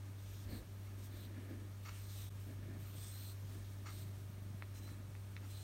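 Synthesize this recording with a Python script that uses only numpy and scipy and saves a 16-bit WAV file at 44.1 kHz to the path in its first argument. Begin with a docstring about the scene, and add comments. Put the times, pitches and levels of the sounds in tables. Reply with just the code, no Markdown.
"""Combing a purring cat, close microphone

A steel-toothed grooming tool is raked through the coat of a softly purring cat in a quiet room.
Up close, hairs slip off the teeth with a fine hiss that sets the blade ringing; the teeth rasp where they
bite in, the plastic head ticks, and the arm rustles and bumps. The purr is a train of snaps and air puffs
ringing the chest. Behind it an appliance motor hums as a set of sine lines, over room rumble and hiss."""
import sys
import numpy as np
from scipy import signal
from scipy.fft import rfft, irfft
from scipy.io import wavfile

SR = 44100
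rng = np.random.default_rng(int(sys.argv[2]) if len(sys.argv) > 2 else 0)


def bounce(signal):
    """Save signal as a 16-bit WAV file at the path given by the first command-line argument."""
    frames = np.transpose(np.atleast_2d(signal))
    limited = np.clip(frames, -1, 1)
    pcm = np.round(limited * 32767).astype(np.int16)
    wavfile.write(sys.argv[1], SR, pcm)


N = 248408
TIME = np.arange(N) / SR  # seconds

# Pulls through the coat, with a gliding lowest resonance of the comb; ring levels are relative to the pull:
# start_s, end_s, start_level_db, end_level_db, lowest_start_hz, lowest_end_hz, lowest_width_hz,
# lowest_db, second_db, third_db, highest_db
STROKES = [(0.169, 0.448, -68.5, -64.5, 3760, 3470, 550, -11.5, -11, -17, -11),
           (0.476, 0.585, -64, -64, 4380, 4110, 650, -1.5, -18, -11, -8),
           (0.958, 1.07, -72, -63.5, 3600, 3500, 600, -9.5, -9, -14, -12),
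           (1.096, 1.257, -68.5, -63, 4000, 3840, 1000, -5, -18, -16, -6),
           (1.807, 2.1, -70, -63, 4230, 3970, 550, -13, -18, -11, -7),
           (2.079, 2.284, -60.5, -61.5, 4110, 3620, 500, -7.5, -10.5, -11, -6),
           (2.781, 2.957, -67.5, -63.5, 4200, 4060, 700, -18, -16, -17, -6),
           (2.943, 3.119, -62, -60.5, 3620, 3500, 250, -11, -18, -2.5, -9),
           (3.101, 3.322, -60.5, -60, 4030, 4200, 327, -6.5, -15, -7.5, -5),
           (3.849, 4.034, -63, -60, 4000, 4000, 806, -8.5, -19, -10, -8),
           (4.729, 4.795, -63, -63.5, 4120, 4100, 130, -10, -10, -11, -17),
           (4.802, 4.935, -65, -69, 4030, 4040, 110, -3, -17, -20, -10),
           (5.484, 5.66, -63, -61, 4080, 4060, 131, -7.5, -20, -10, -19)]
# The comb skims the coat between pulls: peak_s, rise_s, fall_s, level_db
SKIMS = [(0.84, .04, .05, -66.5), (2.44, 0.15, 0.11, -67), (3.48, 0.14, 0.44, -66.5), (4.1, .06, 0.13, -68),
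         (5.49, .07, 0.046, -68.5)]
# Hiss of the sliding hairs: pitch_hz, density_db (per Hz)
FUR_SPECTRUM = [(600, -7.5), (1300, -2.5), (2600, -0.5), (3600, 1), (4900, -1.5), (6000, -2), (7500, -2),
                (8800, -1), (10400, -6), (12500, -2.5), (15500, -4.5)]
# Ringing of the comb: pitch_hz, width_hz, level_db
BLADE_MODES = [(3500, 430, -1), (4130, 280, -3), (8450, 300, 2), (13300, 280, 3.5), (15500, 400, -4)]
# Second, third and highest resonance of the comb under a pull: pitch_hz, width_hz
UPPER_RINGS = [(6000, 1500), (8350, 400), (13720, 440)]
ATTACK_S, RELEASE_S = 0.023, 0.017  # the teeth sink in and come free
ARCH_DB = 3.0  # the hand moves fastest in mid-stroke: this much is added there relative to the ends
RING_GROWTH_DB = 3  # gained by the resonances along a stroke, as the teeth fill with fur
CONTACT_DB = -72.5  # faint hiss of fur against the tool at all times

# Teeth biting into the undercoat: start_s, length_s, level_db
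BITES = [(0.859, 0.035, -67), (1.846, 0.054, -55), (1.928, .02, -66), (2.839, 0.045, -67),
         (3.848, 0.053, -55.5), (4.865, 0.023, -64), (5.419, 0.043, -65)]
# Plastic head under the rasp: pitch_hz, width_hz, level_db
HEAD_MODES = [(820, 210, -7.5), (1237, 98, 3), (1400, 160, -0.5), (1720, 350, -2), (2180, 105, -2),
              (2700, 260, -4.5), (4480, 280, -5.5), (5660, 300, -5), (7020, 160, -7)]
# Ticks of the tool in the hand, as filtered blows: time_s, strength_db, contact_lowest_hz, contact_highest_hz
TICKS = [(4.6232, -34.5, 764, 2430), (4.890, -45, 1200, 1900), (4.943, -53, 783, 1400),
         (5.1517, -45.5, 1100, 2470), (5.3659, -38, 1490, 4530), (5.378, -47, 1580, 2200)]
# What a tick rings with: pitch_hz, level_db, t60_s
TICK_MODES = [(970, -20, 0.01), (1400, -8, 0.0072), (1926, -4, 0.0067), (2220, -6.5, 0.0087),
              (2590, -12, 0.014), (3530, -10, 0.0098), (3970, -13, .011)]

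# Swings of the arm: peak_s, rise_s, fall_s, level_db
SWINGS = [(0.04, 0.049, .08, -63), (0.55, 0.1, .08, -57), (1.32, 0.44, 0.19, -59.5),
          (1.57, 0.2, .08, -55.5), (2.5, 0.031, 0.04, -57), (2.68, 0.088, .13, -56),
          (3.59, 0.14, 0.055, -60), (3.95, 0.25, 0.18, -64), (4.95, 0.45, 0.12, -62.5),
          (5.5, 0.2, 0.18, -67)]
# Dull rustle of the arm: pitch_hz, density_db (per Hz)
SLEEVE_SPECTRUM = [(120, -24.5), (220, -1), (310, 0), (470, -17.5), (620, -12), (800, -32), (1500, -25.5),
                   (1750, -15), (1950, -24.5), (2200, -23), (3000, -32), (8000, -54)]
# Soft bumps of handling: start_s, length_s, level_db, highest_hz
BUMPS = [(0.431, 0.2, -51.5, 91.5), (0.487, 0.15, -62.5, 627), (2.203, 0.075, -61, 90.5),
         (2.48, .012, -61, 500), (2.938, 0.013, -57, 447), (3.426, 0.013, -49.5, 219),
         (5.033, 0.12, -67, 200)]
ARM_REST_DB = -74.5  # rustle between swings

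# Bouts of purring: start_s, end_s, pulses_per_s, level_db
PURRS = [(2.238, 3.101, 25.6, -60.5), (3.418, 3.716, 27.7, -63), (3.88, 4.64, 24.5, -58),
         (4.84, 5.24, 24, -61.5)]
# Chest and throat of the cat: pitch_hz, width_hz, level_db
CHEST_MODES = [(124.6, 18, 3), (199, 58, 0), (295, 130, -8.5)]
PURR_FADE_S, PURR_REST_DB = 0.085, -72  # fade of each bout; trace of purr between bouts

# Motor lines: multiple_of_rotation, level_db (added to the hum level)
MOTOR_LINES = [(1, -18), (2, 0), (4, -22.5), (6, -27), (8, -26), (12, -31), (13, -33.5)]
# Brief dips of the main hum line: centre_s, half_length_s, share_lost (0-1)
HUM_DIPS = [(0.612, 0.067, .85), (2.32, .04, 0.16), (4.326, 0.071, .28), (5.1, 0.03, 0.31)]
# Thin whine of the appliance: pitch_hz, level_db
WHINE = [(1239, -81), (1621, -86), (2230, -85)]
MOTOR_HZ = 49.115  # rotations per second
HUM_DB, HUM_SWAY_DB = -48.5, 0.62  # motor hum and the spread of its slow sway

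# Room rumble and air: pitch_hz, density_db (per Hz)
ROOM_SPECTRUM = [(20, -37), (35, -13.5), (50, 3), (70, -2), (110, -5), (200, -9), (320, -14), (480, -17.5),
                 (650, -20), (820, -20.5), (1400, -23), (2500, -27.5), (4000, -32), (9000, -54)]
# Steady microphone hiss: pitch_hz, density_db (per Hz)
HISS_SPECTRUM = [(1500, -11), (3000, 2), (4400, 3.5), (4950, -0.5), (5500, 4), (6900, 2.5), (7600, -2.5),
                 (8600, 5), (9600, 1), (10400, -5), (11800, 5), (13000, -1), (15600, 0)]
CUTOFF_HZ = 15800  # top of the sound that is kept


def combing(hiss_db=-0.5, ring_db=-12.5, wander=.008, flutter_db=1.06, ring_flutter_db=4.0, patchy_db=2.0):
    """Thousands of hairs slip off the teeth each second and excite the comb."""
    power = gestures(SKIMS, CONTACT_DB) ** 2
    for start, end, start_db, end_db, *_ in STROKES:
        power = power + pull(start, end, start_db, end_db) ** 2
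    drag = np.sqrt(power) * from_db(flutter_db * drift(rate=17.0))
    # the coat is uneven, so the colour of the hiss shifts along a stroke
    hiss = patchy(colour(slips(per_s=14000, spread_db=3.0), FUR_SPECTRUM), patchy_db)
    # the load of fur on the teeth keeps shifting their pitch a little
    bend = 1 + wander * drift(rate=5.0)
    ring = 0
    for hz, width, db in BLADE_MODES:
        flutter = ring_flutter_db * drift(rate=8.2)
        ring = ring + shaken_tone(hz * bend, width) * from_db(db + flutter)
    return drag * (from_db(hiss_db) * hiss + from_db(ring_db) * rms_one(ring))


def singing(wander=.006, tail_s=.08, flutter_db=0.7):
    """Under a firm pull the comb's resonances stand out, following the drag and growing along the stroke."""
    out = np.zeros(N)
    bend = 1 + wander * drift(rate=6.5)
    catches = [flutter_db * drift(rate=12.0) for _ in range(len(UPPER_RINGS) + 1)]
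    for start, end, start_db, end_db, start_hz, end_hz, low_width, *rings_db in STROKES:
        span = (TIME >= start) & (TIME <= end + tail_s)
        along = np.clip((TIME[span] - start) / (end - start), 0, 1)
        growth = from_db(RING_GROWTH_DB * (along - .5))
        drive = pull(start, end, start_db, end_db)[span] * growth
        lowest = (start_hz + (end_hz - start_hz) * along, low_width)
        for (hz, width), db, catch_db in zip([lowest, *UPPER_RINGS], rings_db, catches):
            tone = shaken_tone(hz * bend[span], width)
            out[span] += from_db(db + catch_db[span]) * drive * tone
    return out


def pull(start, end, start_db, end_db):
    """Gain of one stroke: teeth sink in, drag changes as fur gathers, hand speeds up and slows, teeth free."""
    along = np.clip((TIME - start) / (end - start), 0, 1)
    arch = np.sin(np.pi * along) - 2 / np.pi  # averages zero over the stroke
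    level_db = start_db + (end_db - start_db) * along + ARCH_DB * arch
    return from_db(level_db) * swell(start, end - start, ATTACK_S, RELEASE_S)


def biting(grit_db=1.5):
    """Coarser stick-slip in the dense undercoat shakes the plastic head, tuft by tuft."""
    force = sum(from_db(db) * swell(s, length, rise=0.014, fall=0.02) for s, length, db in BITES)
    tufts = from_db(grit_db * drift(rate=87.0))
    return force * body(tufts * slips(per_s=2500, spread_db=-1.0), HEAD_MODES)


def ticks(tail_db=-28.0, tail_t60=0.09):
    """Single contacts ring the plastic briefly; the room adds a faint tail."""
    blows = np.zeros(N)
    for s, db, low_hz, high_hz in TICKS:
        impulse = from_db(db) * (np.arange(N) == round(s * SR))
        low_cut = signal.butter(3, low_hz, "high", fs=SR, output="sos")
        blows += signal.sosfilt(low_cut, low_pass(impulse, high_hz))
    out = 0
    for hz, db, t60 in TICK_MODES:
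        r = from_db(-60 / (t60 * SR))  # decay per sample
        w = 2 * np.pi * hz / SR
        rung = signal.lfilter([0, np.sin(w)], [1, -2 * r * np.cos(w), r * r], blows)
        out = out + from_db(db) * rung
    tail = white() * np.exp(-np.log(1000) * TIME / tail_t60)
    return out + from_db(tail_db) * signal.fftconvolve(out, tail / 2)[:N]


def handling():
    """The arm rustles as it moves, and the hand bumps softly."""
    flutter = from_db(2.0 * drift(rate=15.0))
    out = gestures(SWINGS, ARM_REST_DB) * flutter * colour(white(), SLEEVE_SPECTRUM)
    for s, length, db, top_hz in BUMPS:
        dull = [(top_hz / 2, 0), (top_hz, -2), (2 * top_hz, -24), (10 * top_hz, -70)]
        thud = colour(white(), dull)
        out += from_db(db) * swell(s, length, rise=0.018, fall=0.013) * thud
    return out


def purring(jitter=0.00753, open_share=0.17, air_db=-5.0):
    """The larynx snaps open once a cycle; each snap and its puff of air ring the chest."""
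    starts, ends, rates, _ = np.transpose(PURRS)
    per_s = np.interp(TIME, (starts + ends) / 2, rates)
    effort = from_db(PURR_REST_DB)
    for start, end, _, db in PURRS:
        fade = np.clip(np.minimum(TIME - start, end - TIME) / PURR_FADE_S, 0, 1)
        effort = np.maximum(effort, from_db(db) * fade)
    cycles = np.cumsum(per_s * (1 + jitter * drift(rate=6.2))) / SR
    snaps = rms_one(np.diff(np.floor(cycles), prepend=0))
    # the air dies away within each cycle
    puffs = rms_one(white() * np.exp(-(cycles % 1) / open_share))
    voice = low_pass(body(snaps + from_db(air_db) * puffs, CHEST_MODES), hz=432)
    return effort * rms_one(voice)


def appliance(waver_db=1.0, phase_wobble=0.068):
    """A motor hums at twice its rotation rate; that main line dips now and then, the weaker lines waver."""
    level_db = HUM_DB + HUM_SWAY_DB * drift(rate=1.4)
    dips = 1 - sum(share * np.exp(-((TIME - s) / half) ** 2) for s, half, share in HUM_DIPS)
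    turn = 2 * np.pi * MOTOR_HZ * TIME + phase_wobble * drift(rate=0.86)
    out = 0
    for order, db in MOTOR_LINES:
        order = round(order)
        waver = dips if order == 2 else from_db(waver_db * drift(rate=4.1))
        line = np.sin(order * turn + rng.uniform(0, 2 * np.pi))
        out = out + from_db(level_db + db) * waver * line
    for hz, db in WHINE:
        line = np.sin(2 * np.pi * hz * TIME + drift(rate=11.0))
        out = out + from_db(db + waver_db * drift(rate=5.9)) * line
    return np.sqrt(2) * out  # a sine of this amplitude has rms 1


def background(room_db=-60.0, hiss_db=-69.5):
    """Low room noise under an even microphone hiss, both coloured white noise."""
    room = from_db(room_db) * colour(white(), ROOM_SPECTRUM)
    return room + from_db(hiss_db) * colour(white(), HISS_SPECTRUM)


def from_db(db):
    """Decibels to gain."""
    return 10 ** (np.asarray(db) / 20)


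def rms_one(x):
    """Scale to unit power."""
    return x / np.sqrt(np.mean(x ** 2) + 1e-20)


def white():
    """Fresh white noise."""
    return rng.standard_normal(N)


def colour(x, spectrum):
    """Give x a spectrum of (Hz, dB) points, falling away below the first; rms 1."""
    hz, db = np.transpose(spectrum)
    bins = np.maximum(np.arange(N // 2 + 1) * SR / N, 1)
    slope = np.interp(np.log(bins), np.log(hz), db)
    low_fall = np.minimum(bins / hz[0], 1) ** 2
    return rms_one(irfft(rfft(x) * from_db(slope) * low_fall, N))


def drift(rate, count=4096):
    """Slow random curve of rms 1, changing about rate times a second."""
    bins = np.arange(count // 2 + 1) * SR / N
    slow = irfft(rfft(rng.standard_normal(count)) / (1 + (bins / rate) ** 2), count)
    return rms_one(np.interp(np.arange(N), np.linspace(0, N, count), slow))


def low_pass(x, hz):
    """Second-order low-pass."""
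    return signal.sosfilt(signal.butter(2, min(hz, SR / 3), fs=SR, output="sos"), x + 1e-18)


def body(x, resonances):
    """Parallel resonances of (Hz, width Hz, dB), signs alternating; rms 1."""
    out = 0
    for k, (hz, width, db) in enumerate(resonances):
        r = np.exp(-np.pi * width / SR)
        rung = signal.lfilter([1, 0, -1], [1, -2 * r * np.cos(2 * np.pi * hz / SR), r * r], x + 1e-18)
        out = out + (-1) ** k * from_db(db) * rms_one(rung)
    return rms_one(out)


def shaken_tone(hz, width):
    """A resonance of gliding pitch hz, driven by random friction; rms 1."""
    noise = rng.standard_normal((2, len(hz)))
    shaken = low_pass(noise[0] + 1j * noise[1], width / 2)
    return rms_one(np.real(shaken * np.exp(2j * np.pi * np.cumsum(hz) / SR)))


def slips(per_s, spread_db):
    """Random tiny clicks of uneven size and either sign; rms 1."""
    born = rng.random(N) < per_s / SR
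    size = from_db(spread_db * np.clip(white(), -2, 2))
    return rms_one(born * np.sign(white()) * size)


def patchy(x, depth_db, count=7):
    """Each band of x swells and fades on its own; rms 1."""
    edges = np.geomspace(1500, 16000, count)  # Hz
    bands = np.searchsorted(edges, np.arange(N // 2 + 1) * SR / N)
    spectrum = rfft(x)
    out = 0
    for k in range(count + 1):
        out = out + irfft(spectrum * (bands == k), N) * from_db(depth_db * drift(rate=7.3))
    return rms_one(out)


def swell(start, length, rise, fall):
    """A quick rise, a hold and an exponential fall."""
    decay = np.exp(-np.maximum(TIME - start - length, 0) / fall)
    return np.clip((TIME - start) / rise, 0, 1) * decay


def gestures(rows, rest_db):
    """Gain of smooth movements that swell to a peak and die away, over a resting level."""
    power = from_db(rest_db) ** 2
    for s, rise, fall, db in rows:
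        bell = np.exp(-((TIME - s) / np.where(TIME < s, rise, fall)) ** 2)
        power = power + (from_db(db) * bell) ** 2
    return np.sqrt(power)


def scene():
    """Everything reaches one close microphone, heard alike on both channels."""
    tool = combing() + singing() + biting() + ticks()
    mono = tool + handling() + purring() + appliance() + background()
    return np.stack([mono, mono])


def record(dry):
    """The level dips once, very briefly; the top is cut."""
    dip_s, half_s = 2.298, 0.007
    dip = 1 - from_db(-1.5) * np.exp(-((TIME - dip_s) / half_s) ** 2)
    top_cut = signal.ellip(12, .1, 80, CUTOFF_HZ, fs=SR, output="sos")
    return signal.sosfilt(top_cut, dry * dip)


dry = scene()
out = record(dry)
bounce(out)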